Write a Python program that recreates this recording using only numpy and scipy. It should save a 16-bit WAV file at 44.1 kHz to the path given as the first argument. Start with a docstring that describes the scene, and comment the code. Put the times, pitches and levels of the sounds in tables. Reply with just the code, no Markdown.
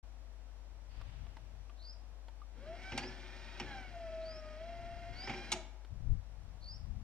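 """At a railway switch in open country, an electric point machine throws the blades: its geared motor runs
up, unlocks them, labours as it drags them across, locks them and is cut off with a steel clack. Meshing
teeth whine, brushes hiss, and the blows of lock and rods ring the steel and thud into the case.
A bird repeats a rising whistle. Underneath lie distant air, insects, rustling grass, mains hum,
breeze on the microphone and a few small handling ticks."""
import sys
import numpy as np
from scipy import signal
from scipy.fft import rfft, irfft, next_fast_len
from scipy.io import wavfile
from scipy.ndimage import uniform_filter1d, map_coordinates

SR = 44100
rng = np.random.default_rng(int(sys.argv[2]) if len(sys.argv) > 2 else 0)


def put_to_file(sound):
    """Save the sound as 16-bit audio at rate SR, in the file named by the first command-line argument."""
    columns = np.atleast_2d(sound).T  # one column per channel
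    safe = np.clip(columns, -1, 1)
    whole_steps = np.round(safe * 32767)
    wavfile.write(sys.argv[1], SR, whole_steps.astype(np.int16))


N = 310023
TIME = np.arange(N) / SR
EARS = np.array([[0.5], [-0.5]])  # left and right share of a level or phase offset

# modes of the sheet cover: (frequency [Hz], width [Hz], level [dB])
COVER_MODES = [(1337, 59, 1.5), (1520, 98, 4.5), (2430, 84, -7), (2770, 140, 2.5), (3246, 148, 4.5),
               (4000, 285, -0.5), (4830, 62, -4.5), (5490, 29, 3), (6200, 40, -11), (6720, 50, -9)]
# modes of the case and sleepers: (frequency [Hz], width [Hz], level [dB])
CASE_MODES = [(96.5, 44, -3), (155, 114, -2.5), (216.4, 74.5, 1.5), (239.2, 29.8, 4), (300, 25, -6),
              (360, 18.4, -1), (509, 95, -12.5)]
# blows of lock and rods, levels relative: (time [s], strength [dB], thud [dB],
# treble against strength [dB], chatter [s], case ring [dB])
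BLOWS = [(2.919, -32.5, -40, -44, 0.0061, -54), (2.977, -25, -56, -12.5, 0.0013, -58),
         (3.032, -34.5, -48, -49, 0.0032, -38), (3.598, -29, -44, -24, 0.0027, -43.5),
         (5.274, -30.5, -41, -45, 0.004, -67), (5.295, -30, -60, -32, 0.004, -62),
         (5.336, -35.5, -66, -44, .0046, -42.5), (5.377, -42, -61, -28, .003, -62),
         (5.518, -27, -45, -5, 0.0091, -42)]


def amp(db):
    """Decibels to gain."""
    return 10 ** (np.asarray(db) / 20)


def unit(x):
    """Scale to rms 1."""
    return x / np.sqrt(np.mean(x ** 2) + 1e-20)


def along(points, hz):
    """Read (frequency [Hz], value) points on a log axis."""
    freqs, values = np.transpose(points)
    return np.interp(np.log(hz + 1), np.log(np.abs(freqs) + 1), values)


def wobble(rate):
    """A smooth random curve, rate knots a second."""
    return map_coordinates(rng.standard_normal(int(N * rate / SR) + 4), [TIME * rate])


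def filtered(x, response):
    """Filter x by a complex response of frequency."""
    size = next_fast_len(N + SR // 2)
    return irfft(rfft(x, size) * response(np.fft.rfftfreq(size, 1 / SR)), size)[..., :N]


def noise(spectrum):
    """Noise of rms 1, coloured by (frequency [Hz], level [dB]) points."""
    return unit(filtered(rng.standard_normal(N), lambda hz: amp(along(spectrum, hz))))


def resonate(x, modes):
    """Play x through a body's resonances, alternating in polarity."""
    return filtered(x, lambda f: sum((-1) ** k * amp(db) * 1j * f * width / (hz**2 - f**2 + 1j * f * width)
                                     for k, (hz, width, db) in enumerate(modes)))


def ringing(modes):
    """Resonant noise of rms 1."""
    return unit(resonate(rng.standard_normal(N), modes))


def add(track, start, sound):
    """Mix a sound into a track at start seconds."""
    part = track[round(start * SR):][:len(sound)]
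    part += sound[:len(part)]


def fall(t, t60, attack, hold=0):
    """Envelope of a blow: it rises, and decays after hold seconds."""
    return amp(-60 * np.maximum(t - hold, 0) / t60) * (1 - np.exp(-t / attack))


def spread(a, b, likeness):
    """Mix two unrelated sounds to a stereo pair of given left-right likeness."""
    angle = lambda hz: np.arccos(np.clip(along(likeness, hz), -1, 1)) / 2
    mid, side = filtered(np.array([a, b]), lambda hz: np.array([np.cos(angle(hz)), np.sin(angle(hz))]))
    return np.array([mid + side, mid - side])


def echoes(x):
    """Diffuse answer of ballast, bank and trees; both ears hear nearly the same bass."""
    # outdoor decay: (frequency [Hz], t60 [s])
    decay = [(200, 0.9), (1500, 0.65), (4500, 0.4), (7500, 0.38), (12000, 0.1)]
    # stereo image: (frequency [Hz], left-right likeness [-1..1])
    likeness = [(400, 0.97), (1200, 0.97), (2500, 0.12), (5000, 0)]
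    hz, t, bands = signal.stft(rng.standard_normal((2, SR // 2)), SR, nperseg=256)
    bands *= fall(t, along(decay, hz)[:, None], attack=0.014)
    tail = signal.istft(bands, SR, nperseg=256)[1]
    wet = signal.fftconvolve(x[None], tail / np.linalg.norm(tail[0]), axes=1)[:, :N]
    return spread(*wet, likeness)


def distant_air():
    """A wide, gently breathing bed of far-off air."""
    # colour of the air: (frequency [Hz], level [dB])
    colour = [(53, -32), (90, 8.5), (107, -10), (124, -12.5), (289, -10), (400, -15.5), (436, -12.5),
              (508, -12), (658, -8.5), (930, -13.5), (1210, -17), (2210, -20.5), (4610, -24.5), (5600, -25),
              (15800, -45.5)]
    # stereo image: (frequency [Hz], left-right likeness [-1..1])
    likeness = [(60, -0.86), (150, 1), (380, 0.72), (950, 0.73), (2380, 0.062), (5980, -0.62),
                (15000, 0.22)]
    return amp(-64.5 + 0.43 * wobble(2.28)) * spread(noise(colour), noise(colour), likeness)


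def insects():
    """A thin drone in one narrow, high band."""
    return amp(-86.5) * np.array([ringing([(5690, 120, 0)]) for ear in range(2)])


def mains_hum():
    """One steady low tone, mostly on the left."""
    return np.sqrt(2) * np.sin(2 * np.pi * 49.75 * TIME) * amp([[-47], [-64]])


def grass():
    """Dry grass is brushed aside: a high swish, then a longer rustle of stalks."""
    # colours of the swish and the stalks: (frequency [Hz], level [dB])
    swish_colour = [(1000, -31), (3700, -19), (4600, 14), (5300, -7), (6500, -21), (15000, -34)]
    stalk_colour = [(400, -14), (1200, -2.5), (2900, 0), (3800, -6), (5000, -12), (15000, -42)]
    since = np.maximum(TIME - 0.885, 0)
    swish = amp(-71) * fall(since, t60=0.99, attack=0.02)
    stalks = amp(-56.5) * fall(since, t60=1.7, attack=0.16)
    flicker = amp(1.3 * wobble(90))
    rustle = [swish * noise(swish_colour) + stalks * noise(stalk_colour) for ear in range(2)]
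    return flicker * np.array(rustle)


def breeze():
    """A light draught never stops; gusts swell, fade and buffet mostly the left microphone port."""
    # gusts: (peak time [s], half width [s], relative level [dB])
    gusts = [(1.15, 0.18, -55), (1.52, 0.069, -64), (3.9, .3, -68), (4.88, 0.083, -56), (5.13, 0.07, -58),
             (5.932, 0.016, -47), (6.09, 0.067, -42.5), (6.6, 0.22, -56), (6.92, .09, -45.5)]
    # colours of buffeting and draught: (frequency [Hz], level [dB])
    buffet_colour = [(12, -48), (20, 2.5), (43, -1), (93, 0), (201, -19), (270, -25.5), (303, -34),
                     (499, -42), (600, -48), (780, -85), (1320, -120)]
    draught_colour = [(15, -3.5), (35, -15.5), (70, 11.5), (140, -15.5), (400, -54), (1500, -120)]
    swell = sum(amp(db) * np.exp(-((TIME - peak) / width) ** 2 / 2) for peak, width, db in gusts)
    left, right = [unit(noise(buffet_colour) * amp(2.1 * wobble(18))) for port in range(2)]
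    draught = amp([[-66], [-76]]) * np.array([noise(draught_colour) for port in range(2)])
    return draught + swell * np.array([amp(9) * left, amp(-23.5) * right + amp(-16) * left])


def handling_ticks():
    """Dry little clicks with a brief hollow ring; each contact's ring balance sets how much of it rings and how
    much snaps."""
    # contacts: (time [s], relative level [dB], ring pitch [Hz], ring balance [dB])
    contacts = [(1.013, -48, 1170, -7), (1.266, -56, 1160, -6), (1.368, -45.5, 900, -4),
                (1.696, -51, 1180, -4.5), (2.283, -46.5, 896, -4.5), (2.417, -50, 1212, 1),
                (5.847, -55, 1550, -21)]
    # colour of the snap: (frequency [Hz], level [dB])
    snap_colour = [(300, 5), (800, 7), (2000, 0.5), (3300, 0), (4700, -5.5), (6000, -19), (15000, -33)]
    t = np.arange(SR // 5) / SR
    snap, ring = np.zeros((2, N))
    for start, db, hz, ring_db in contacts:
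        hardness = 1 - 0.95 * amp(2 * ring_db)
        add(snap, start, amp(db + 1) * hardness * fall(t, t60=0.03, attack=0.0007))
        phase = 2 * np.pi * hz * t + 0.63 * wobble(200)[:len(t)]
        add(ring, start, amp(db + ring_db + 5) * fall(t, t60=0.045, attack=0.002) * np.sin(phase))
    return snap * noise(snap_colour) + ring


def bird():
    """A buzzy lead-in slides up into a clean whistle that echoes from the trees."""
    # calls, levels relative: (time [s], length [s], whistle [dB], loudest point [share of length],
    # buzz [0..1], lead-in [dB], lead-in pitch [Hz], glide knee [share of length], knee pitch [Hz])
    calls = [(1.813, 0.13, -55.5, .55, 1, -65.5, 4010, 0.87, 5150),
             (2.976, .12, -55, 0.94, .25, -74, 4240, 0.72, 4910),
             (4.24, 0.17, -56, 0.27, 0.4, -65, 3950, .5, 5000),
             (5.161, .125, -51, 0.5, 0.5, -72, 4305, .7, 5030),
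             (6.654, 0.12, -53, 0.37, 0.46, -57, 4390, .5, 4880)]
    lead_s, swell_s, release_s, taper_db = 0.05, 0.018, 0.01, 9.5
    start_hz, top_hz = 4370, 5480
    trill_rate, trill_depth_hz, rasp_depth_hz = 85, 187, 190
    song = np.zeros(N)
    for start, length, db, loudest, buzz, lead_db, lead_hz, knee, knee_hz in calls:
        t = np.arange(-lead_s, length, 1 / SR)
        onset = np.clip(t / swell_s + 0.5, 0, 1)
        progress = np.clip(t / length, 0, 1)
        rough = 1 - onset + onset * buzz * (1 - progress)
        glide_hz = np.interp(progress, [0, knee, 0.88], [start_hz, knee_hz, top_hz])
        pitch_hz = lead_hz * (1 - onset) + onset * glide_hz
        trill = trill_depth_hz * np.sin(2 * np.pi * trill_rate * t)
        rasp = rasp_depth_hz * wobble(1100)[:len(t)]
        phase = 2 * np.pi * np.cumsum(pitch_hz + rough * (trill + rasp)) / SR
        voice = np.sin(phase) + amp(-37) * np.sin(3 * phase)
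        lead_in = amp(lead_db) * (1 + t / lead_s) * (1 - onset)
        taper = np.interp(progress, [0, loudest, 1], [1, 0, 1])
        whistle = amp(db - taper_db * taper ** 2) * onset * np.clip((length - t) / release_s, 0, 1)
        flicker = amp((2.1 + 1.2 * rough) * wobble(200)[:len(t)])
        add(song, start - lead_s, np.sqrt(2) * (lead_in + whistle) * flicker * voice)
    direct = filtered(song, lambda hz: amp(EARS * 0.5) * np.exp(1j * EARS * hz / 4500))
    return direct + amp(-12) * echoes(song)


def running(t60):
    """Envelope of the gear train: it starts, runs, and dies away once the current is cut."""
    switch_on_s, run_up_s, cut_off_s = 2.5, 0.18, 5.52
    run_up = np.clip((TIME - switch_on_s) / run_up_s, 0, 1)
    return run_up * amp(-60 * np.maximum(TIME - cut_off_s, 0) / t60)


def stage_levels(blend_s=0.13):
    """Level curves of the motor's layers, crossfaded through the stages of the throw."""
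    # run-up, unlocking, running free, taking up the blades, dragging, straining, sliding home, locking;
    # levels relative: (start [s], grinding [dB], brushes [dB], rumble [dB], mesh tones 1, 2, 3 [dB])
    stages = [(2.5, -63, -75.5, -60.5, -0.5, -8, -7.5), (2.78, -58, -64, -66.5, -1.5, 4, 4.5),
              (3.12, -58, -67.5, -67, -5, 1.5, -6), (3.6, -55, -67.5, -62, 3.5, 6.5, 1.5),
              (3.819, -62, -71.5, -66.5, -0.5, -1.5, -1), (4.33, -63, -72, -67, -1.5, -1, 1.5),
              (4.64, -61.5, -73.5, -65.5, -1, -3.5, -1), (5.17, -55.5, -63, -62, -1.5, -0.5, 3.5)]
    starts, *levels = np.transpose(stages)
    stage = np.maximum(np.searchsorted(starts, TIME) - 1, 0)
    return [uniform_filter1d(db[stage], int(blend_s * SR)) for db in levels]


def grinding():
    """Tiny irregular tooth and brush contacts ring the cover and shake the case."""
    # colours of teeth and motor brushes: (frequency [Hz], level [dB])
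    tooth_colour = [(260, -44), (450, -38.5), (573, -9), (624, -13), (662, -9), (728, -18.5), (794, -11),
                    (1100, -21.5), (1260, -19.5), (1590, -15.5), (1730, -14.5), (2380, -13.5), (3270, -51),
                    (3570, -39), (4500, -33), (5850, -64), (9900, -120)]
    brush_colour = [(2350, -29), (4000, -13), (4390, -4.5), (4770, 1), (5220, -1.5), (5360, -0.5),
                    (5700, -5), (5890, -4), (6510, -13.5), (9270, -20), (15000, -68)]
    grind_db, brush_db, rumble_db, *_ = stage_levels()
    contacts = lambda: rng.standard_normal(N) * amp(1.5 * wobble(220))
    cover = amp(grind_db - 4) * unit(resonate(contacts(), COVER_MODES))
    teeth = amp(grind_db - 1.5 + 0.88 * wobble(150)) * noise(tooth_colour)
    brushes = amp(brush_db - 1 + 1.6 * wobble(150)) * noise(brush_colour)
    case = amp(rumble_db + 2.5) * unit(resonate(contacts(), CASE_MODES))
    return (cover + teeth + brushes + case) * running(t60=0.61)


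def gear_whine():
    """Gear teeth mesh at a rate that sags under load; uneven teeth make the tones flutter."""
    # motor speed: (time [s], mesh rate [Hz])
    speed = [(2.56, 469), (2.69, 649), (2.82, 745.8), (2.97, 794.4), (3.04, 846), (3.3, 913.5), (3.6, 947),
             (3.74, 802.7), (3.95, 697), (4.09, 653.6), (4.24, 655.3), (4.4, 627), (4.55, 619.5),
             (4.68, 690), (5.11, 695), (5.25, 772), (5.51, 819.5), (5.575, 652), (5.63, 639)]
    # gearbox resonances that the mesh tones sweep through: (frequency [Hz], level [dB])
    gearbox = [(500, -62), (610, -54), (655, -46.5), (692, -50), (722, -65.5), (785, -54.5), (880, -70),
               (1240, -58), (1400, -66), (1540, -58), (1620, -56), (1740, -64), (1950, -66), (2120, -60.5),
               (2270, -54.5), (2430, -57.5), (2600, -73)]
    # weaker gear tones and high tooth overtones: (pitch [times mesh rate], relative level [dB])
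    side_tones = [(.28, -31), (.405, -10), (1.33, -16), (2.65, -4.5), (2.83, -21), (3.79, -17),
                  (3.55, -14.5), (3.97, -6.5)]
    overtones = [(4.96, -7), (5.96, -9.5), (6.93, -4), (7.7, -18)]
    times, rates = np.transpose(speed)
    mesh_hz = np.interp(TIME, times, rates)
    first_db, second_db, third_db = [along(gearbox, k * mesh_hz) for k in (1, 2, 3)]
    grind_db, brush_db, _, lift1_db, lift2_db, lift3_db = stage_levels()
    phase = 2 * np.pi * np.cumsum(mesh_hz * (1 + 0.00276 * wobble(60))) / SR

    def tone(multiple, db, rough, rate):
        """One partial, fluttering in level and phase."""
        jitter = 1 + rough * (wobble(rate) + 1j * wobble(rate))
        return np.sqrt(2) * amp(db) * np.real(np.exp(1j * multiple * phase) * jitter)

    # the teeth run smoothly under heavy load and rattle when the gears spin freely
    slack = np.interp(mesh_hz, [650, 800], [0.35, 0.5])
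    upper = tone(2, second_db + lift2_db - 4.5, slack, rate=68)
    upper += tone(3, third_db + lift3_db - 7, slack, rate=73)
    upper += sum(tone(k, grind_db + db - 6.5, slack, rate=73) for k, db in side_tones)
    # high overtones light up as they sweep through the resonances of the cover
    high = sum(tone(k, brush_db + db + 23, slack, rate=120) for k, db in overtones)
    upper += resonate(slack ** 3 * high, COVER_MODES)
    flutter = np.minimum(0.19 * amp(-(first_db + 48) / 2), 0.45) + 0.4 * (1 - running(t60=0.1))
    waver_db = wobble(14)  # the load varies
    main = tone(0.99, first_db + lift1_db - waver_db, flutter, rate=70)
    gate = np.clip(np.minimum(TIME - times[0], times[-1] - TIME) / 0.012, 0, 1)
    return (main * running(t60=0.6) + upper * running(t60=0.13)) * gate


def case_ring(mode_hz=368.5):
    """The blows leave the main mode of the case humming for a moment."""
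    t = np.arange(SR // 2) / SR
    hum = np.zeros(N)
    for start, *_, db in BLOWS:
        phase = 2 * np.pi * mode_hz * t + 0.32 * wobble(48)[:len(t)]
        add(hum, start, amp(db) * fall(t, t60=0.22, attack=0.027) * np.sqrt(2) * np.sin(phase))
    return hum


def clacks():
    """Each blow chatters briefly, rings the steel and thuds into the case; treble arrives first."""
    # colours of a blow's body and its sharp crack: (frequency [Hz], level [dB])
    body_colour = [(240, -23), (400, -23), (562, -10), (834, 7), (1070, -5.5), (1880, -2), (2210, 1.5),
                   (3390, -5.5), (4050, -15), (5500, -16), (7150, -22), (12100, -120)]
    crack_colour = [(1650, -58), (2800, -4.5), (3500, -2.5), (4100, -1.5), (5000, -26), (6000, -4),
                    (6900, -3.5), (7700, -11), (9700, -13), (10300, -23), (12000, -31), (15500, -58)]
    # modes of lock and rods: (frequency [Hz], width [Hz], level [dB])
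    steel_modes = [(1217, 48, 4.5), (2240, 120, 2.5), (2420, 44, -18), (2780, 110, 10.5), (3400, 30, -3),
                   (3660, 42, -7.5), (4330, 59, -23), (4500, 110, 11), (5850, 170, -9.5), (5560, 25, -19),
                   (5570, 28, 20), (6360, 23, -20), (6400, 39, -17), (6950, 60, -24), (7000, 80, -14),
                   (7500, 60, -14), (8700, 15.85, -39), (9790, 29, -31)]
    t = np.arange(SR // 2) / SR
    body, crack, thud, ring = np.zeros((4, N))
    for start, db, thud_db, treble_db, chatter_s, _ in BLOWS:
        blow = lambda t60, attack: fall(t, t60, attack, hold=chatter_s)
        add(body, start, amp(db - 12.5) * blow(t60=0.13, attack=0.00079))
        add(crack, start, amp(db + treble_db - 1.5) * blow(t60=0.05, attack=0.000082))
        add(thud, start, amp(thud_db + 1) * blow(t60=0.29, attack=0.008))
        clang = blow(t60=0.049, attack=0.00037) + 0.12 * blow(t60=0.15, attack=0.0028)
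        add(ring, start, amp(db + treble_db / 2 - 5.5) * clang)
    impact = body * noise(body_colour) + crack * noise(crack_colour)
    return impact + thud * ringing(CASE_MODES) + ring * ringing(steel_modes)


def point_machine():
    """Whine, grinding and blows, a few metres ahead and to the left, with their outdoor echo."""
    # width of the rattle: (frequency [Hz], left-right likeness [-1..1])
    likeness = [(60, 0.47), (150, 1), (380, 1), (950, 0.99), (2380, 1), (5980, 0.99), (15000, 0.47)]
    # pan: (frequency [Hz], left over right [dB])
    pan = [(700, 0.4), (1300, 1), (2400, -6.5), (4400, 2.5), (8000, 2.5)]
    # arrival at the ears, eased out below 1500 Hz: (frequency [Hz], left lead [rad])
    phase_lead = [(0, 0), (2500, .4), (3450, 1.8), (5510, 1.15), (7000, 1.3), (9000, 1.4), (12300, 2.6),
                  (15000, 3)]
    tones = gear_whine() + case_ring()
    rattle = [grinding() + clacks() for ear in range(2)]
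    pair = tones + spread(*rattle, likeness)
    lead = lambda hz: along(phase_lead, hz) * hz ** 2 / (hz ** 2 + 1500 ** 2)
    direct = filtered(pair, lambda hz: amp(EARS * along(pan, hz)) * np.exp(1j * EARS * lead(hz)))
    return direct + amp(-19) * echoes(tones) + amp(-16) * echoes(rattle[0])


def scene():
    """The trackside mix, in stereo."""
    events = point_machine() + bird() + handling_ticks()
    return events + breeze() + distant_air() + insects() + grass() + mains_hum()


def record(dry):
    """Fade in quickly after a moment of silence and cut the top treble."""
    fade_in = np.clip((TIME - 0.028) / 0.008, 0, 1)
    return filtered(dry * fade_in, lambda hz: hz < 15800)


dry = scene()
out = record(dry)
put_to_file(out)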